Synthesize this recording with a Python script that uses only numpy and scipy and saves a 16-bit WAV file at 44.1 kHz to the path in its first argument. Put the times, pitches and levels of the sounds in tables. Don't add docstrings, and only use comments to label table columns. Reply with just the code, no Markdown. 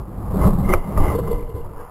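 import sys
import numpy as np
from scipy import signal
from scipy.fft import rfft, irfft, next_fast_len
from scipy.io import wavfile
from scipy.ndimage import uniform_filter1d, map_coordinates

SR = 44100
rng = np.random.default_rng(int(sys.argv[2]) if len(sys.argv) > 2 else 0)


def wav_record(signal):
    frames = np.transpose(np.atleast_2d(signal))
    bounded = np.clip(frames, -1, 1)
    quanta = np.round(bounded * 32767).astype(np.int16)
    wavfile.write(sys.argv[1], SR, quanta)


def level_to_linear(level):
    exponent = np.asarray(level, float) / 20
    return 10 ** exponent


N = 83790


def unit(x):
    return x / np.sqrt(np.mean(x ** 2) + 1e-20)


def along(points, hz):
    f, v = np.transpose(points)
    return np.interp(np.log(hz + 1), np.log(f + 1), v)


def level(rows):
    s, db = np.transpose(rows)
    return level_to_linear(np.interp(np.arange(N) / SR, s, db, left=-120))


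def wobble(rate):
    knots = rng.standard_normal(int(N * rate / SR) + 4)
    return map_coordinates(knots, [np.arange(N) * rate / SR])


def filtered(x, response):
    m = next_fast_len(N + SR // 2)
    spectrum = rfft(x, m) * response(np.fft.rfftfreq(m, 1 / SR))
    return irfft(spectrum, m)[..., :N]


def body(x, modes, edge_hz):
    def response(f):
        peaks = 0
        for k, (centre, width, db) in enumerate(modes):
            peak = 1j * f * width / (centre * centre - f * f + 1j * f * width)
            peaks = peaks + (-1) ** k * level_to_linear(db) * peak
        dull = edge_hz ** 2 / (edge_hz ** 2 - f * f + 1.2j * f * edge_hz)
        return peaks * dull ** 2
    return filtered(x, response)


def grains(per_s, spread_db, noise):
    when, size, hiss = rng.random(N), rng.exponential(size=N), rng.standard_normal(N)
    taps = (when < per_s / SR) * level_to_linear(spread_db * size) * np.sign(hiss)
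    return unit(unit(taps) + noise * hiss)


def even(x, span_s):
    span = round(span_s * SR)
    power = np.abs(uniform_filter1d(uniform_filter1d(unit(x) ** 2, span), span))
    return unit(x / (power + .05) ** .35)


def shaking():
    # (time [s], level [dB])
    shake_level = [(0.0, -20.5), (0.074, -31), (0.39, -15), (0.412, -25), (0.666, -15), (0.756, -16.5),
                   (0.82, -32.5), (0.92, -25), (0.984, -12), (1.152, -18.5), (1.168, -17.5), (1.312, -24.5),
                   (1.338, -23), (1.524, -31), (1.544, -27.5), (1.582, -26.5), (1.772, -33.5), (1.9, -40.5)]
    # (frequency [Hz], level [dB per Hz])
    sway_colour = [(7.1, -55), (12, -9), (26, 0), (48, 3.5), (123, -3), (160, -11), (210, -96), (350, -120)]
    # (time [s], level [dB], pitch [Hz], direction [+/-])
    thumps = [(0.182, -18.5, 137, .9), (0.29, -14, 98, -0.8), (0.374, -14, 95, -0.75),
              (0.411, -7.5, 61, -0.84), (0.448, -5.5, 110, -1.1), (.462, -7, 71, -0.75),
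              (.482, -10, 24.6, 0.94), (.545, -10, 24, -0.42), (.606, -13, 140, 0.96),
              (.648, -11, 15.3, 0.52), (.692, -13, 28, -0.72), (0.748, -11, 18.7, 0.99),
              (0.963, -17, 103, -0.79), (.973, -7.5, 55, -0.88), (0.987, -5.5, 19.2, 0.85),
              (1.032, -12, 78, 0.79), (1.08, -17, 63, 0.83), (1.16, -20, 66, -0.7),
              (1.198, -7.5, 122, -0.47), (1.255, -17.5, 16, 0.6), (1.336, -10.5, 33.3, 0.74),
              (1.424, -20.5, 21, 0.82), (1.544, -16, 93, -0.8), (1.6, -21.5, 15, .9),
              (1.645, -24.5, 75, -0.63), (1.754, -27, 15, 1)]
    thump_cycles = 1.32
    sway = even(filtered(rng.standard_normal(N), lambda hz: level_to_linear(along(sway_colour, hz))), span_s=0.013)
    out = level(shake_level) * level_to_linear(-5.5 + 0.28 * wobble(17.0)) * sway
    t = np.arange(N) / SR
    for s, db, hz, way in thumps:
        cycles = np.clip(t - s, 0, None) * hz
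        out = out + way * level_to_linear(db) * np.sin(2 * np.pi * cycles) * np.exp(-(cycles / thump_cycles) ** 2)
    return out


def rolling():
    # (time [s], level [dB])
    roll_level = [(0, -35), (.042, -42), (.34, -32.5), (.4, -25.5), (.448, -23), (.554, -31.5), (.66, -32),
                  (.7, -23.5), (.756, -26.5), (.804, -36), (.96, -29.5), (.988, -25), (1.142, -23),
                  (1.168, -44), (1.274, -35), (1.5, -43.5), (1.73, -42), (1.81, -39), (1.9, -42)]
    # (frequency [Hz], level [dB per Hz])
    leaves = [(130, -71), (220, -2.5), (300, -6.5), (419, -6.5), (476, -7), (581, -9.5), (1200, -12),
              (1360, -23.5), (3600, -49.5), (4680, -61), (7920, -120)]
    # (frequency [Hz], level [dB per Hz])
    rustle = [(250, -31), (520, -5), (1150, -3.5), (1600, -18.5), (3100, -34), (4600, -70)]
    # (time [s], share of rustle [0-1])
    loose_share = [
        (1.45, 0.1),
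        (1.58, 0.4),
        (1.72, 0.36),
        (1.82, 0.81),
    ]
    swells = level_to_linear(.7 * wobble(22) + 1.5 * wobble(70))
    crush = swells * grains(per_s=1300, spread_db=2, noise=.9)
    heavy = even(filtered(crush, lambda hz: level_to_linear(along(leaves, hz))), span_s=0.014)
    thin = even(filtered(crush, lambda hz: level_to_linear(along(rustle, hz))), span_s=0.014)
    loose = np.clip(np.interp(np.arange(N) / SR, *np.transpose(loose_share)), 0, 1)
    return level_to_linear(-1.0) * level(roll_level) * ((1 - loose) * heavy + loose * thin)


def tyre():
    # (time [s], level [dB])
    drum_level = [(0, -44), (.17, -34.5), (.2, -29.5), (.25, -42), (.345, -22.5), (.42, -19.5), (.545, -17),
                  (.575, -21.5), (.62, -19.5), (.675, -23.5), (.715, -22.5), (.76, -35.5), (.98, -26.5),
                  (1.06, -29.5), (1.12, -37), (1.21, -24.5), (1.34, -34), (1.42, -42.5), (1.9, -54)]
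    # (frequency [Hz], width [Hz], level [dB])
    tyre_modes = [(201.9, 13.8, 1.5), (167.3, 71.3, -4), (294, 16, -17)]
    knobs = grains(per_s=210, spread_db=2.5, noise=0.19)
    return level(drum_level) * even(body(knobs, tyre_modes, edge_hz=374), span_s=0.096)


def pings():
    # (time [s], peak level [dB], pitch [Hz], rise [s])
    struck = [(.2, -36, 325, 0.0074), (.309, -30, 513, 0.0037), (.34, -22.5, 403, 0.0049),
              (.378, -26, 543, 0.0022), (.41, -25.5, 1088, 0.0087), (.414, -35.5, 2080, 0.0052),
              (.432, -22.5, 620.6, 0.015), (.44, -23, 1285, 0.0057), (.468, -23.5, 1115, 0.0077),
              (.575, -33.5, 804, .012), (.607, -33, 714, 0.0057), (.625, -31, 557, 0.009),
              (.645, -38.5, 2100, 0.0049), (.684, -24, 1217, 0.0057), (.685, -19, 362.7, 0.015),
              (.691, -26, 2094, 0.0023), (.712, -37, 2140, 0.0018), (.726, -26, 2117, 0.0046),
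              (.744, -28, 2150, 0.0018), (.7345, -9.5, 551, .0025), (.7355, -11.5, 1247, 0.0018),
              (.736, -15.5, 1470, 0.0012), (.736, -14, 843, 0.0016), (.742, -24, 1250, 0.0017),
              (.833, -36, 800, 0.0053), (.906, -27.5, 580, 0.0017), (.943, -41, 620, 0.0025),
              (.973, -19.5, 1192, .003), (.972, -30.5, 1850, 0.0021), (1.006, -23, 923, 0.0021),
              (1.054, -22.5, 866, 0.0024), (1.148, -16.5, 458, 0.0064), (1.187, -25.5, 1040, .004),
              (1.188, -14, 484, 0.0034), (1.24, -35.5, 1260, 0.0024), (1.276, -23.5, 1020, 0.0019),
              (1.314, -19.5, 506, 0.0042), (1.329, -29, 960, 0.0008), (1.329, -23.5, 493, .002),
              (1.035, -23.5, 843, 0.0027), (1.1, -22.5, 1176, 0.0025), (1.44, -40.5, 599, 0.013),
              (.99, -24.5, 287, 0.017), (.47, -20.5, 434.3, 0.0078), (.075, -37, 329, 0.011),
              (1.395, -46, 1090, 0.0029), (1.47, -57, 2920, 0.0013), (1.612, -54, 2840, 0.0026),
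              (1.643, -38, 934, 0.0051), (1.79, -47, 1600, 0.0084)]
    s, db, hz, rise = np.transpose(struck)[..., None]
    since = np.clip(np.arange(N) / SR - s, 0, .4)
    swell = since / np.maximum(rise, .001)
    notes = level_to_linear(db) * swell * np.exp(1 - swell) * np.sin(2 * np.pi * hz * since)
    return np.sum(notes, axis=0)


def knocks():
    # (time [s], peak level [dB], length [s])
    knock_times = [(0.308, -18, 0.0055), (0.338, -17, 0.006), (0.385, -14, 0.0089), (0.427, -8, 0.016),
                   (0.467, -12, 0.013), (0.685, -12, 0.029), (0.73, -6.5, 0.0083), (0.972, -5, 0.0058),
                   (0.999, -27, 0.0064), (1.047, -12, 0.011), (1.137, -19, 0.016), (1.178, -15.5, 0.015),
                   (1.225, -19, 0.016), (1.271, -20, 0.0078), (1.3, -24, 0.0088), (1.335, -24.5, 0.013),
                   (1.376, -29, 0.013), (1.552, -31, 0.011), (1.649, -26.5, 0.012), (1.775, -34, 0.022)]
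    # (frequency [Hz], width [Hz], level [dB])
    frame_modes = [(357.6, 24, 9), (430, 470, -2), (621, 98, 3), (764, 420, -17), (1075, 87, -1.5),
                   (1174, 113, -5), (1720, 560, -61)]
    rise_share, knock_db = 0.58, -14.5
    t, shape = np.arange(N) / SR, np.zeros(N)
    for s, db, length in knock_times:
        since, fade = np.clip(t - s, 0, None), max(length, .002)
        burst = (1 - np.exp(-since / (rise_share * fade))) * np.exp(-since / fade)
        shape = shape + level_to_linear(db + knock_db) * burst / burst.max()
    taps = np.sign(rng.standard_normal(N))

    def ring(x):
        return body(body(x, frame_modes, edge_hz=1580), [(840, 8100, 0)], edge_hz=3450)

    return ring(shape * taps) / np.std(ring(taps))


def chain():
    # (time [s], level [dB])
    chatter_level = [(.39, -77), (.418, -38.5), (.48, -46), (.54, -84), (.61, -55), (.65, -46),
                     (.67, -42.5), (.695, -33.5), (.73, -28), (.78, -44.5), (.96, -52.5), (1.03, -34.5),
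                     (1.06, -29.5), (1.13, -39), (1.22, -60), (1.26, -47), (1.33, -46.5), (1.6, -67)]
    # (frequency [Hz], width [Hz], level [dB])
    chain_modes = [(2037, 73, -6), (2150, 200, -17.5), (2710, 140, -24), (2954, 340, -26)]
    slaps = level_to_linear(2 * wobble(60)) * grains(per_s=700, spread_db=2, noise=.8)
    return level_to_linear(-5.5) * level(chatter_level) * even(body(slaps, chain_modes, edge_hz=4000), span_s=0.032)


def snaps():
    # (time [s], peak level [dB])
    blow_times = [
        (0.7378, 2.5),
        (.9725, -18.5),
        (1.192, -40),
        (1.243, -43),
        (1.278, -38),
        (1.332, -30),
        (1.397, -31),
        (1.427, -29),
        (1.152, -48),
    ]
    # (frequency [Hz], width [Hz], level [dB])
    case_modes = [(560, 280, 4.5), (1200, 710, -5.5), (1600, 130, -28), (2326, 143, 5)]
    blows = np.zeros(N)
    for s, db in blow_times:
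        blows[round(s * SR)] = level_to_linear(db + 17.5)
    return body(blows, case_modes, edge_hz=2220)


def brake():
    # (time [s], level [dB])
    rub_level = [(1.1, -52), (1.155, -27.5), (1.19, -28), (1.235, -36.5), (1.29, -30), (1.325, -22.5),
                 (1.35, -35), (1.4, -32), (1.47, -43.5), (1.5, -33.5), (1.53, -43), (1.56, -32.5),
                 (1.62, -39.5), (1.67, -51), (1.73, -48), (1.76, -50), (1.82, -38.5), (1.88, -60)]
    # (frequency [Hz], width [Hz], level [dB])
    rotor_modes = [(295, 16, -1.5), (422, 77, -1.5), (473, 36, 3.5), (1005, 29, -8.5), (2070, 40, -27),
                   (2850, 250, -31)]
    rub = level_to_linear(2 * wobble(30)) * rng.standard_normal(N)
    ringing = body(body(rub, rotor_modes, edge_hz=6700), [(600, 1220, 0)], edge_hz=5100)
    return level_to_linear(1.0) * level(rub_level) * even(ringing, span_s=0.026)


def channel_difference(mid):
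    # (time [s], level [dB])
    opening = [(0, -23), (.3, -27), (.34, -3), (.41, -1), (.44, -15), (.5, 2), (.57, -15), (.62, -24),
               (.66, 5.5), (.8, 3), (.85, -26), (1.32, -30), (1.36, 8.5), (1.6, 3.5), (1.66, -7),
               (1.85, -20), (1.89, 4)]
    # (frequency [Hz], side minus mid [dB])
    turning = [(60, -41), (300, -30), (1000, -19.5), (2200, -12.5), (3200, -15), (5000, -23)]
    # (frequency [Hz], side minus mid [dB])
    airy = [(2400, -76), (2800, -15), (3400, -12), (4200, -65)]
    turn = np.exp(2j * np.pi * rng.random(200))

    def unlike(points):
        return filtered(mid, lambda hz: level_to_linear(along(points, hz)) * turn[(hz // 120).astype(int) % 200])

    return level_to_linear(-6.5) * level(opening) * unlike(turning) + unlike(airy)


def scene():
    mid = shaking() + rolling() + tyre() + pings() + knocks() + chain() + snaps() + brake()
    side = channel_difference(mid)
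    return np.array([mid + side, mid - side])


def low_pass(x):
    return signal.sosfilt(signal.butter(12, 15800, fs=SR, output="sos"), x)


def record(dry):
    slow_rate_hz, top_hz = 11998, 15800
    ceiling, knee = .85, 5
    soft = dry / (1 + np.abs(dry / ceiling) ** knee) ** (1 / knee)
    held = np.floor(np.arange(N) * slow_rate_hz / SR) * SR / slow_rate_hz
    steps = np.array([map_coordinates(channel, [held]) for channel in soft])
    mix = filtered(steps, lambda hz: hz < top_hz)
    return low_pass(mix)


dry = scene()
out = record(dry)
wav_record(out)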